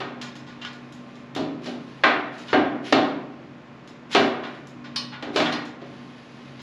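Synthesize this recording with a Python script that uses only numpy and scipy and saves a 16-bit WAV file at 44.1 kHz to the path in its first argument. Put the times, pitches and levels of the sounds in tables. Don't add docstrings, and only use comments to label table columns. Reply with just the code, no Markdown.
import sys
import numpy as np
from scipy import signal
from scipy.fft import rfft, irfft, next_fast_len
from scipy.io import wavfile

SR = 44100
rng = np.random.default_rng(int(sys.argv[2]) if len(sys.argv) > 2 else 0)


def materialize(psi):
    bounded = np.clip(np.atleast_2d(psi).T, -1, 1)
    quanta = np.round(bounded * 32767).astype(np.int16)
    wavfile.write(sys.argv[1], SR, quanta)


N = 291923
AGE = np.arange(SR) / SR

# f/Hz, level/dB
AIR_COLOUR = [(25, -31.5), (100, -13.5), (129, -6), (207, -4), (240, -7), (270, -5.5), (500, -12.5),
              (1050, -16), (2450, -22.5), (5000, -36), (7300, -45), (9200, -70), (10500, -53.5),
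              (14000, -82.5)]
# f/Hz, level/dB
HUM_TONES = [(134.6, -51.5), (242.2, -47), (296.1, -55), (576.0, -61.5), (1061, -61), (1179, -66),
             (1766, -68.5), (2471, -69.5)]

# t/s, level/dB, weight/dB, hardness/dB, favoured low f/Hz, favoured middle f/Hz
CLANKS = [(0.002, -30, -1.5, -1, 243, 1210), (1.361, -34.5, 14, 7.5, 243, 561),
          (1.658, -40.5, 13.5, 9, 243, 561), (2.036, -9.5, -12, -8, 297, 1033),
          (2.529, -16, 3, -8, 297, 756), (2.924, -16.5, 5, 2, 273, 756), (4.148, -15, 2, 2, 240, 410),
          (4.466, -37.5, -29, -14, 297, 510), (5.224, -35, 2.5, 4, 243, 561),
          (5.272, -45, 16.5, -28, 160, 500), (5.359, -23, 7, 8, 297, 420), (5.399, -22, -3, -0.5, 420, 745),
          (5.52, -29.5, -20, 1, 243, 780), (5.814, -47, 12, 1.5, 378, 561)]
# f/Hz, level/dB
CRACK_COLOUR = [(30, -54.5), (150, -31.5), (400, 13.5), (800, 0.5), (2800, -4.5), (4500, -11), (7300, -23),
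                (11000, -40), (15000, -62)]
# f/Hz, level/dB
PIECE_MODES = [(160, -47), (243, -36), (273, -35), (297, -34.5), (378, -34.5), (410, -35.5), (500, -50),
               (561, -38), (626, -32.5), (692, -36), (756, -39.5), (815, -41), (1033, -56.5), (1166, -54),
               (1246, -46), (1498, -40.5), (1590, -39), (1680, -50), (1846, -43), (1931, -66),
               (2003, -47.5), (2351, -44.5), (2503, -52), (2622, -51.5), (2805, -49.5), (2939, -39),
               (3230, -55.5), (3591, -54), (3924, -57.5), (4285, -44.5)]
# f/Hz, level/dB, t60/s
WHEEL_MODES = [(582, -33, 3.4), (2375, -34.5, 1.3), (2920, -35.5, 0.89)]
# f/Hz, level/dB
PIECE_COLOUR = [(30, -57), (70, -27.5), (120, -12.5), (170, -12.5), (270, -1), (420, -6.5), (760, -4),
                (1100, -9), (2100, -16.5), (3600, -17.5), (7300, -37), (9300, -56.5), (11000, -50.5),
                (15000, -67)]
# f/Hz, t60/s
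ROOM_T60 = [(100, 0.58), (260, 1.2), (700, 0.69), (1840, 0.78), (4000, 0.45), (7000, 0.42), (12000, 0.33)]
BAND_EDGES = [150, 450, 1200, 3000, 7000, 14000]
CLANK_BALANCE = [-7, -5.5, -5.5, -12.0, -40.5]

# t/s, level/dB, hardness/dB, rise/s, ping level/dB
TICKS = [(0.214, -31, 2.5, 0.0019, -11), (0.354, -41, 4.5, 0.0022, -7), (0.466, -43.5, -1, 0.0093, -6),
         (0.614, -35, -5.5, 0.0044, 7.5), (0.649, -32.5, -5, 0.00042, 4), (0.731, -46.5, 4, 0.0011, 2),
         (0.923, -46, 9.5, .001, -6), (1.155, -50, 4.5, .001, -10), (1.35, -34, 6, 0.00045, 9),
         (2.38, -44.5, 8, .004, -4), (2.482, -34, -4, .006, 3.5), (3.402, -69, -1, .002, -6),
         (3.875, -45.5, 5, 0.0018, -4), (4.113, -31, 6, 0.0074, 4), (4.432, -37.5, -11, .006, -3.5),
         (4.671, -47.5, 11, 0.0011, -6), (4.842, -41.5, -6, .005, -10.5), (5.121, -39.5, -12.5, 0.0059, 0),
         (5.454, -27.5, -7, 0.0029, 5), (5.653, -43, 4.5, 0.0018, -14), (6.593, -43, 1, .004, -6)]
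# f/Hz, level/dB
TICK_COLOUR = [(60, -65), (400, -18), (900, 4.5), (1800, 2), (3300, 7), (5000, 4), (7000, -4),
               (9000, -24.5), (11000, -17), (14500, -59)]
# f/Hz, level/dB
EDGE_MODES = [(2790, -12.5), (2930, -13.5), (3080, -11.5), (3220, -8.5), (3400, -10.5), (3640, -12),
              (3980, -15.5), (4450, -22), (6700, -30)]
TICK_BALANCE = [-8.5, -11, -32]
TICK_TILT = [-0.67, 0, 1.5]

# t/s, length/s, level/dB
SCRAPES = [(0.45, 0.77, -64), (1.6, 0.078, -44), (1.78, 0.28, -59), (2.298, 0.23, -52), (2.813, .08, -41.5),
           (4.086, 0.058, -33.5), (4.41, 0.15, -58.5), (5.31, 0.1, -41), (5.817, 0.92, -59)]
# f/Hz, level/dB
SCRAPE_COLOUR = [(60, -51), (500, -10), (1500, 6.5), (3000, 9.5), (4800, 1), (7000, -10), (9000, -25.5),
                 (10500, -14), (14000, -60.5)]

# t/s, level/dB
CLINKS = [(0.649, -33), (4.9593, -10), (5.524, -20)]
# f/Hz, level/dB
CLINK_COLOUR = [(200, -45), (1000, -10), (2600, -11), (4000, -2), (5600, -6.5), (7200, -30.5),
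                (10000, -32.5), (14500, -55)]
# f/Hz, level/dB, t60/s
CLINK_MODES = [(1900, -18, 1), (3050, -4, .33), (3800, -18, 0.36), (3930, -6, 0.14), (4560, -3, 0.23),
               (4770, -7, .21), (5370, -17, .3), (5712, -13, 0.24), (6200, -23, 0.24), (8680, -22, 0.34),
               (9940, -14, 0.12), (10750, -33, .15)]


def from_db(db):
    return 10 ** (np.asarray(db) / 20)


def rms_one(x):
    return x / np.sqrt(np.mean(x ** 2) + 1e-20)


def at_hz(points, hz):
    f, value = np.transpose(points)
    return np.interp(np.log(np.maximum(hz, 1)), np.log(f), value)


def coloured(x, colour):
    size = 2 * next_fast_len(len(x) // 2 + 1)
    gains = from_db(at_hz(colour, np.fft.rfftfreq(size, 1 / SR)))
    cepstrum = irfft(np.log(gains), size)
    cepstrum[1:size // 2] *= 2
    cepstrum[size // 2 + 1:] = 0
    return irfft(rfft(x, size) * np.exp(rfft(cepstrum)), size)[:len(x)]


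def air(level_db=-46):
    return from_db(level_db) * rms_one(coloured(rng.standard_normal(N), AIR_COLOUR))


def drift(turns_per_s):
    points = rng.standard_normal(1000)
    return rms_one(np.interp(np.arange(N) / SR * turns_per_s, np.arange(len(points)), points))


def machine_hum(level_db=-1.0, waver_db=2.0, swell_db=1.9, wander_radians=0.82):
    t = np.arange(N) / SR
    tones = 0
    for hz, db in HUM_TONES:
        strength = from_db(db + waver_db * drift(12.0))
        tones += strength * np.sin(2 * np.pi * hz * t + wander_radians * drift(7.2))
    return np.sqrt(2) * tones * from_db(level_db + swell_db * drift(1.42))


def rising(rise_s):
    return 1 - np.exp(-AGE / max(rise_s, 1e-4))


def dying(t60):
    return np.exp(-np.log(1000) * AGE / max(t60, 1e-3))


def add(out, start_s, sound):
    start = max(round(start_s * SR), 0)
    out[start:start + len(sound)] += sound[:N - start]


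def crack(colour, t60, rattle, bounce_t60=0.066, bounces_per_s=70):
    bounces = (rng.random(len(AGE)) < bounces_per_s / SR) * rng.standard_normal(len(AGE))
    contacts = rattle * bounces * dying(bounce_t60)
    contacts[0] = 1
    energy_kept = dying(t60)[1] ** 2
    energy = signal.lfilter([1], [1, -energy_kept], contacts ** 2 + 1e-18)
    burst = np.sqrt(energy) * rng.standard_normal(len(AGE))
    return rms_one(coloured(burst, colour)) * np.sqrt(np.mean(energy))


def tone(hz, t60, build_cycles=1.0):
    return rising(build_cycles / hz) * dying(t60) * np.sin(2 * np.pi * (hz * AGE + rng.random()))


def ringing(modes):
    return sum(from_db(db) * tone(hz, t60) for hz, db, t60 in modes)


def piece_ring(favoured_hz, t60_at_1khz=0.52, scatter_db=4.5, favour_db=7.5, favour_width=0.06):
    hz, db = np.transpose(PIECE_MODES)
    nearness = sum(np.exp(-(np.log(hz / f) / favour_width) ** 2) for f in favoured_hz)
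    gains = from_db(db + favour_db * nearness + scatter_db * rng.standard_normal(len(hz)))
    t60s = t60_at_1khz * (hz / 1000) ** -0.29
    ring = sum(gain * tone(f, t60, build_cycles=6.7) for f, gain, t60 in zip(hz, gains, t60s))
    return ring / np.sqrt(np.sum(gains ** 2) / 2)


def crowded_modes(spacing_hz, depth_db):
    hz = np.fft.rfftfreq(len(AGE), 1 / SR)
    heights = rng.standard_normal(len(hz))
    return from_db(depth_db * np.interp(hz / spacing_hz, np.arange(len(hz)), heights))


def room_echo(colour, ripple, build_cycles, t60_scale):
    hz = np.fft.rfftfreq(len(AGE), 1 / SR)
    spectrum = rfft(rng.standard_normal(len(AGE))) * rms_one(ripple * from_db(at_hz(colour, hz)))
    centres_hz = np.geomspace(100, 12800, 8)
    echo = 0
    for centre, only_this_band in zip(centres_hz, np.eye(len(centres_hz))):
        band = irfft(spectrum * at_hz(np.c_[centres_hz, only_this_band], hz), len(AGE))
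        echo += band * rising(build_cycles / centre) * dying(t60_scale * at_hz(ROOM_T60, centre))
    return echo


def balanced(sound, levels_db, edges_hz):
    opening = int(0.05 * SR)
    hz = np.fft.rfftfreq(opening, 1 / SR)
    fade = np.minimum(1, np.linspace(5, 0, opening))
    power = 2 * abs(rfft(sound[:opening] * fade) / opening) ** 2
    lifts = []
    for low, high, wanted_db in zip(edges_hz, edges_hz[1:], levels_db):
        band_db = 10 * np.log10(power[(hz >= low) & (hz < high)].sum() + 1e-20)
        lifts.append((np.sqrt(low * high), wanted_db - band_db))
    return coloured(sound, lifts)


def clanks(crack_db=4.5, firm_db=-9, firm_rise_s=0.00092, rise_doubles_db=30.5):
    out = np.zeros(N)
    ripple = crowded_modes(spacing_hz=16.0, depth_db=3.5)
    for start_s, db, weight_db, hardness_db, low_hz, middle_hz in CLANKS:
        hit = from_db(crack_db) * crack(CRACK_COLOUR, t60=0.04, rattle=0.55)
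        hit += piece_ring([low_hz, middle_hz]) + ringing(WHEEL_MODES)
        hit += room_echo(PIECE_COLOUR, ripple, build_cycles=2.5, t60_scale=1.014)
        hit *= rising(firm_rise_s * 2 ** ((firm_db - db) / rise_doubles_db))
        lifts_db = np.array([weight_db, 0.47 * weight_db, 0, hardness_db, 1.65 * hardness_db])
        add(out, start_s, from_db(db) * balanced(hit, lifts_db + CLANK_BALANCE, BAND_EDGES))
    return out


def ticks(crack_db=14.5, ping_t60=0.17, scatter_db=6.5):
    out = np.zeros(N)
    ripple = crowded_modes(spacing_hz=35.33, depth_db=5.0)
    for start_s, db, hardness_db, rise_s, ping_db in TICKS:
        touch = from_db(crack_db) * crack(TICK_COLOUR, t60=0.011, rattle=0.28, bounce_t60=0.068)
        modes = [(hz, level + scatter_db * rng.standard_normal(), ping_t60) for hz, level in EDGE_MODES]
        touch += from_db(ping_db) * ringing(modes)
        touch += room_echo(TICK_COLOUR, ripple, build_cycles=3.7, t60_scale=0.79)
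        levels_db = hardness_db * np.array(TICK_TILT) + TICK_BALANCE
        add(out, start_s, from_db(db) * balanced(touch * rising(rise_s), levels_db, BAND_EDGES[2:]))
    return out


def hand_push(start_s, length_s, lean_s=0.042, release_s=0.065):
    t = np.arange(N) / SR - start_s
    return np.clip(np.minimum(t / lean_s, 1 - (t - length_s) / release_s), 0, 1) ** 2


def scrapes(slips_per_s=2500, room_db=2.5):
    slips = (rng.random(N) < slips_per_s / SR) * rng.standard_normal(N)
    pressure = sum(from_db(db) * hand_push(start_s, length_s) for start_s, length_s, db in SCRAPES)
    direct = rms_one(coloured(slips, SCRAPE_COLOUR)) * pressure
    room = rng.standard_normal(len(AGE)) * dying(t60=0.47)
    echo = signal.fftconvolve(direct, room / np.linalg.norm(room))[:N]
    return direct + from_db(room_db) * echo


def clinks(ring_db=-20.5, crack_db=-10.5, room_db=-14.5):
    out = np.zeros(N)
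    for start_s, db in CLINKS:
        contact = from_db(crack_db) * crack(CLINK_COLOUR, t60=0.052, rattle=0.33, bounce_t60=0.08)
        ripple = crowded_modes(spacing_hz=40.2, depth_db=7.5)
        echo = room_echo(CLINK_COLOUR, ripple, build_cycles=11.0, t60_scale=0.76)
        clink = contact + from_db(ring_db) * ringing(CLINK_MODES) + from_db(room_db) * echo
        add(out, start_s, from_db(db) * clink * rising(rise_s=0.00086))
    return out


def scene():
    return (clanks() + ticks() + clinks() + scrapes() + machine_hum() + air())[None]


def record(dry, notch_hz=9150, notch_q=35.0, cutoff_hz=14500):
    dipped = signal.lfilter(*signal.iirnotch(notch_hz, notch_q, fs=SR), dry)
    return signal.sosfilt(signal.cheby2(12, 70, cutoff_hz, fs=SR, output="sos"), dipped)


dry = scene()
out = record(dry)
materialize(out)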